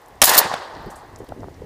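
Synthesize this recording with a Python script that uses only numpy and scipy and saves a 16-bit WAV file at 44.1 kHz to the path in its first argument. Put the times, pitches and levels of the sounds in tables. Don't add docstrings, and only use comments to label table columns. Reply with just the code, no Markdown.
import sys
import numpy as np
from scipy import signal
from scipy.fft import rfft, irfft
from scipy.io import wavfile
from scipy.ndimage import uniform_filter1d

SR = 44100
rng = np.random.default_rng(int(sys.argv[2]) if len(sys.argv) > 2 else 0)


def transcribe(signal):
    frames = np.atleast_2d(signal).T
    limited = np.clip(frames, -1, 1)
    pcm = np.round(limited * 32767).astype(np.int16)
    wavfile.write(sys.argv[1], SR, pcm)


def amplitude_ratio(level_db):
    exponent = np.asarray(level_db, float) / 20
    return 10 ** exponent


N = 72765

# (time [s], hold [s], level [dB])
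ROAR_BURSTS = [(.2168, .0035, 0), (.2228, .0017, -1), (.2262, .0018, -4), (.2287, .004, -17),
               (.2345, .004, -15), (.2396, .007, -14), (.249, .014, -22), (.266, .013, -18)]
# (frequency [Hz], density [dB per Hz])
ROAR_COLOUR = [(200, -33.5), (700, 0), (1800, -10), (3000, -2.5), (4300, -4), (5700, -0.5), (8500, -4.5),
               (11000, -2.5), (14700, -17.5), (15900, -13)]
# (time [s], peak level [dB], length [s])
PRESSURE_WAVES = [(.2214, 1, .00018), (.2249, 0, .00016), (.2322, -8, .0002), (.2336, -3, .00022),
                  (.2353, -9, .00022), (.2367, -7, .00022), (.2200, -5, .0002), (.2270, -20, .0022)]
# (time [s], level [dB], hold [s], 60 dB decay [s], brightest [Hz])
ACTION_STRIKES = [(.2399, -5, .002, .022, 10000), (.2440, -9, .002, .03, 13000),
                  (.2556, -6, .0005, .015, 11000), (.2500, -17, .004, .04, 11000),
                  (.261, -14, .002, .04, 14000), (.270, -19, .005, .05, 9000), (.278, -15, .004, .06, 7000),
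                  (.292, -12, .006, .05, 7000), (.312, -22, .006, .08, 9000), (.335, -18, .003, .04, 8000),
                  (.345, -16, .002, .04, 7000), (.351, -13, .001, .02, 7000), (.355, -18, .002, .02, 13000),
                  (.3778, -2, .0015, .03, 11500), (.3823, -3, .003, .03, 7500),
                  (.3860, -7, .002, .03, 13500), (.3678, -14, .005, .02, 11000),
                  (.3890, -3, .003, .02, 13000), (.4005, -20, .002, .05, 8000)]
# (frequency [Hz], width [Hz], level [dB])
STEEL_MODES = [(4240, 860, 0.5), (5200, 400, -13), (7000, 490, -7), (8560, 540, -17), (10690, 500, -5),
               (12900, 1800, -1), (15000, 500, -3.5)]
# (time [s], level [dB])
ECHO_LEVEL = [(.236, -16), (.25, -20), (.265, -30), (.285, -15.5), (.31, -16.5), (.36, -15), (.42, -19.5),
              (.432, -21), (.456, -23.5), (.49, -26.5), (.514, -29), (.53, -24.5), (.56, -30),
              (.596, -32.5), (.625, -32.5), (.65, -36), (.71, -38.5), (.735, -39), (.83, -39.5),
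              (1.0, -45.5), (1.14, -52)]
# (frequency [Hz], density [dB per Hz])
ECHO_COLOUR = [(90, -59.5), (170, -30.5), (250, -20.5), (400, -10), (650, -5), (880, -2.5), (1120, -5),
               (1330, -10.5), (1800, -9), (2300, -21.5), (3500, -20.5), (4700, -20), (5600, -27),
               (9000, -37), (14000, -52.5)]
# (frequency [Hz], change [dB per s], negative = loss)
ECHO_DULLING = [(1000, 9), (1800, -1), (2600, -16.5), (4700, -8), (6000, -21), (9000, -45.5),
                (15000, -57.5)]
# (time [s], peak level [dB])
BANK_SLAPS = [(.2785, -12), (.306, -10), (.317, -9), (.362, -11), (.417, -12), (.450, -15), (.462, -16),
              (.5085, -17), (.516, -14)]
# (time [s], peak level [dB], frequency [Hz], length [cycles])
MIC_THUMPS = [(.5407, -11, 720, 3.4), (.5412, -21, 3600, 11), (1.2058, -25, 430, 3.0),
              (1.6215, -27, 470, 4.6), (1.3228, -19, 680, 3.0), (1.4327, -20, 600, 1.3),
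              (1.4427, -20, 600, 1.0), (.455, -24, 200, 1.6), (.769, -27, 120, .9), (.815, -32, 200, 1.3),
              (.864, -29, 150, 1.2), (.877, -32, 170, 1.3), (.887, -27, 200, 1.1), (1.218, -33, 250, 1.6),
              (1.229, -33, 500, 2.6), (1.241, -28, 250, 1.2), (1.365, -31, 300, 1.6),
              (1.378, -32, 350, 1.6), (1.397, -29, 250, 2.6), (1.421, -33, 400, 1.3),
              (1.4305, -29, 180, 1.0), (1.4770, -28, 260, 1.0), (1.4848, -25, 620, 1.8),
              (1.508, -32, 80, 1.1), (1.581, -33, 60, 1.1), (1.607, -28, 90, 1.1), (1.6455, -32, 450, 3.0)]
# (time [s], level [dB])
WIND_LEVEL = [(.27, -43), (.44, -59), (.46, -41), (.48, -47), (.73, -52), (.765, -34), (.84, -47.5),
              (.87, -29.5), (.9, -45.5), (1.0, -50), (1.16, -43.5), (1.2, -40.5), (1.24, -32.5),
              (1.26, -66), (1.29, -34), (1.35, -42), (1.4, -36), (1.49, -40.5), (1.55, -42), (1.6, -41),
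              (1.65, -38.5)]
# (frequency [Hz], density [dB per Hz])
WIND_COLOUR = [(12, -28.5), (22, -2.5), (45, 0.5), (100, -2), (200, -12), (400, -10.5), (650, -20),
               (1500, -47.5), (3000, -100)]
# (time
# [s], level [dB], brightest [Hz], 60 dB decay [s])
METAL_TICKS = [(0.017, -50.5, 13000, 0.011), (0.061, -45.5, 7760, 0.0052), (.084, -51, 10700, 0.026),
               (0.156, -58, 8140, 0.016), (0.5397, -19.5, 1880, 0.012), (.5400, -31, 6960, 0.017),
               (0.751, -43.5, 4200, .03), (0.767, -43, 3500, 0.021), (.826, -54, 13000, .03),
               (.861, -49.5, 12000, 0.018), (.902, -46.5, 7300, 0.13), (.910, -54, 13000, 0.11),
               (.957, -47, 8100, 0.16), (1.160, -39.5, 6000, 0.016), (1.187, -48, 11100, 0.016),
               (1.189, -53.5, 7000, 0.089), (1.244, -55.5, 11000, 0.025), (1.268, -52, 3500, 0.029),
               (1.288, -47.5, 9800, 0.018), (1.2905, -44, 2980, 0.01), (1.292, -47, 4500, 0.0047),
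               (1.404, -52.5, 5850, 0.024), (1.542, -52, 4730, 0.036)]
# (frequency [Hz], density [dB per Hz])
HUSH_COLOUR = [(150, -40.5), (250, -15), (348, -14), (501, -13), (969, -23.5), (1370, -27), (1940, -15.5),
               (2350, -25), (5230, -30), (13100, -38.5), (15100, -35), (15900, -60.5)]

ROAR_T60_S = 0.003
ECHO_COLOUR_S = 0.63
ARRIVALS_PER_S, ARRIVAL_SPREAD_DB = 12000, 0.5
ROLL_DB = 1.52
SLAP_HZ, SLAP_CYCLES = 880, 3.6
CALM_DB = -62.5
LUMPS_DB = 1.5
BUMPS_PER_S, BUMP_DB, BUMP_SPREAD_DB = 49, -1, 2.5
SKEW, PUSH = 0.42, 0.16
HUSH_DB = -54
EARLIER_DB, EARLIER_DB_PER_S = -48, -6
BASS_CUT_HZ, OVERLOAD_DB, EDGE_HZ = 53, 0.0, 15450


def evened(x):
    return x / np.sqrt(np.mean(x ** 2) + 1e-20)


def read(points, hz):
    f, value = np.transpose(points)
    return np.interp(np.log(hz + 1), np.log(f + 1), value)


def level(curve):
    s, db = np.transpose(curve)
    return amplitude_ratio(np.interp(np.arange(N) / SR, s, db))


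def colour(x, points):
    hz = np.fft.rfftfreq(len(x), 1 / SR)
    return evened(irfft(rfft(x) * amplitude_ratio(read(points, hz)), len(x)))


def add(mix, s, sound):
    part = mix[round(s * SR):][:len(sound)]
    part += sound[:len(part)]


def random_pulses(per_s, spread_db, most):
    size = amplitude_ratio(spread_db * np.minimum(rng.exponential(1, N), most))
    return (rng.random(N) < per_s / SR) * rng.choice([-1., 1.], N) * size


def thump(hz, cycles):
    u = np.arange(-2000, 2000) / SR * hz
    angle = 2 * np.pi * (0.1 - u)
    x = (3.0 * u / cycles) ** 2
    fade = np.exp(-x)
    wobble = fade * (np.sin(angle + SKEW * np.sin(angle + 1)) - PUSH * (1 - 2 * x))
    return wobble - fade * wobble.sum() / fade.sum()


def add_thump(mix, s, db, hz, cycles):
    add(mix, s - 2000 / SR, amplitude_ratio(db) * thump(hz, cycles))


def strike(db, hold, t60, hz, octaves, skirt_db, ring_db):
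    t = np.arange(8192) / SR
    f = np.fft.rfftfreq(len(t), 1 / SR)
    bump = np.exp(-0.5 * (np.log2((f + 1) / hz) / octaves) ** 2)
    bump += amplitude_ratio(skirt_db) * f / (f + 3000)
    modes = sum(amplitude_ratio(d) / (1 + (2 * (f - m) / w) ** 2) for m, w, d in STEEL_MODES)
    rattle = rfft(rng.standard_normal(len(t))) * bump
    ring = evened(irfft(rattle * modes, len(t)))
    body = evened(irfft(rattle, len(t))) + amplitude_ratio(ring_db) * ring
    fade = np.minimum(t / 0.0001, 1) * amplitude_ratio(db - 60 * np.maximum(t - hold, 0) / t60)
    return evened(body) * fade


def roar():
    out, t = np.zeros(N), np.arange(4096) / SR
    for s, hold, db in ROAR_BURSTS:
        fade = np.minimum(t / 0.0005, 1) * amplitude_ratio(db - 60 * np.maximum(t - hold, 0) / ROAR_T60_S)
        add(out, s, fade * colour(rng.standard_normal(len(t)), ROAR_COLOUR))
    return out


def pressure_waves():
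    out, t = np.zeros(N), np.arange(4096) / SR
    for s, db, length in PRESSURE_WAVES:
        u = t / length
        add(out, s, amplitude_ratio(db) * u * (2 - u) * np.exp(-u) * 2)
    return out


def action_clatter():
    out = np.zeros(N)
    for s, db, hold, t60, hz in ACTION_STRIKES:
        add(out, s, strike(db, hold, t60, hz, octaves=1, skirt_db=-10, ring_db=-5))
    return out


def shore_echo():
    arrivals = random_pulses(ARRIVALS_PER_S, ARRIVAL_SPREAD_DB, 3)
    hz, t, z = signal.stft(colour(arrivals, ECHO_COLOUR), SR, nperseg=256)
    patches = uniform_filter1d(rng.standard_normal(z.shape), 9, 0)
    rolls = evened(uniform_filter1d(patches, 8, 1))
    dulling = read(ECHO_DULLING, hz)[:, None] * (t - ECHO_COLOUR_S)
    z = z * amplitude_ratio(dulling + ROLL_DB * rolls)
    t = np.arange(N) / SR
    gate = (t > ECHO_LEVEL[0][0]) * amplitude_ratio(-30 * np.maximum(t - ECHO_LEVEL[-1][0], 0))
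    return signal.istft(z, SR, nperseg=256)[1][:N] * level(ECHO_LEVEL) * gate


def bank_slaps():
    out = np.zeros(N)
    for s, db in BANK_SLAPS:
        add_thump(out, s, db, SLAP_HZ, SLAP_CYCLES)
    return out


def mic_thumps():
    out = np.zeros(N)
    for s, db, hz, cycles in MIC_THUMPS:
        add_thump(out, s, db, hz, cycles)
    return out


def wind():
    gust = level([(0.0079, CALM_DB)] + list(WIND_LEVEL))
    slow = uniform_filter1d(uniform_filter1d(rng.standard_normal(N), 500), 500)
    lumps = amplitude_ratio(LUMPS_DB * evened(slow))
    out = evened(colour(rng.standard_normal(N), WIND_COLOUR) * lumps) * gust
    for hz in (200, 330, 520):
        bumps = random_pulses(BUMPS_PER_S / 3, BUMP_SPREAD_DB, 2)
        patter = signal.oaconvolve(bumps, thump(hz, 1.18), "same")
        out += amplitude_ratio(BUMP_DB) * gust * patter
    return out


def metal_ticks():
    out = np.zeros(N)
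    for s, db, hz, t60 in METAL_TICKS:
        add(out, s, strike(db, 0.00036, t60, hz, octaves=0.4, skirt_db=-28, ring_db=-41))
    return out


def earlier_echo():
    dulled = colour(colour(rng.standard_normal(N), ECHO_COLOUR), ECHO_DULLING)
    return amplitude_ratio(EARLIER_DB + EARLIER_DB_PER_S * np.arange(N) / SR) * dulled


def hush():
    return amplitude_ratio(HUSH_DB) * colour(rng.standard_normal(N), HUSH_COLOUR)


def scene():
    gun = roar() + pressure_waves() + action_clatter() + metal_ticks()
    shores = shore_echo() + bank_slaps() + earlier_echo()
    air = mic_thumps() + wind() + hush()
    return (gun + shores + air)[None]


def roll_off(x):
    return signal.sosfilt(signal.butter(12, 16040, fs=SR, output="sos"), x)


def record(dry):
    bass_cut = signal.butter(1, BASS_CUT_HZ, "high", fs=SR, output="sos")
    top = amplitude_ratio(OVERLOAD_DB)
    clipped = np.clip(signal.sosfilt(bass_cut, dry), -top, top)
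    treble_cut = signal.firwin(511, EDGE_HZ, window=("kaiser", 9), fs=SR)
    mix = signal.oaconvolve(clipped, treble_cut[None], "same")
    return roll_off(mix)


dry = scene()
out = record(dry)
transcribe(out)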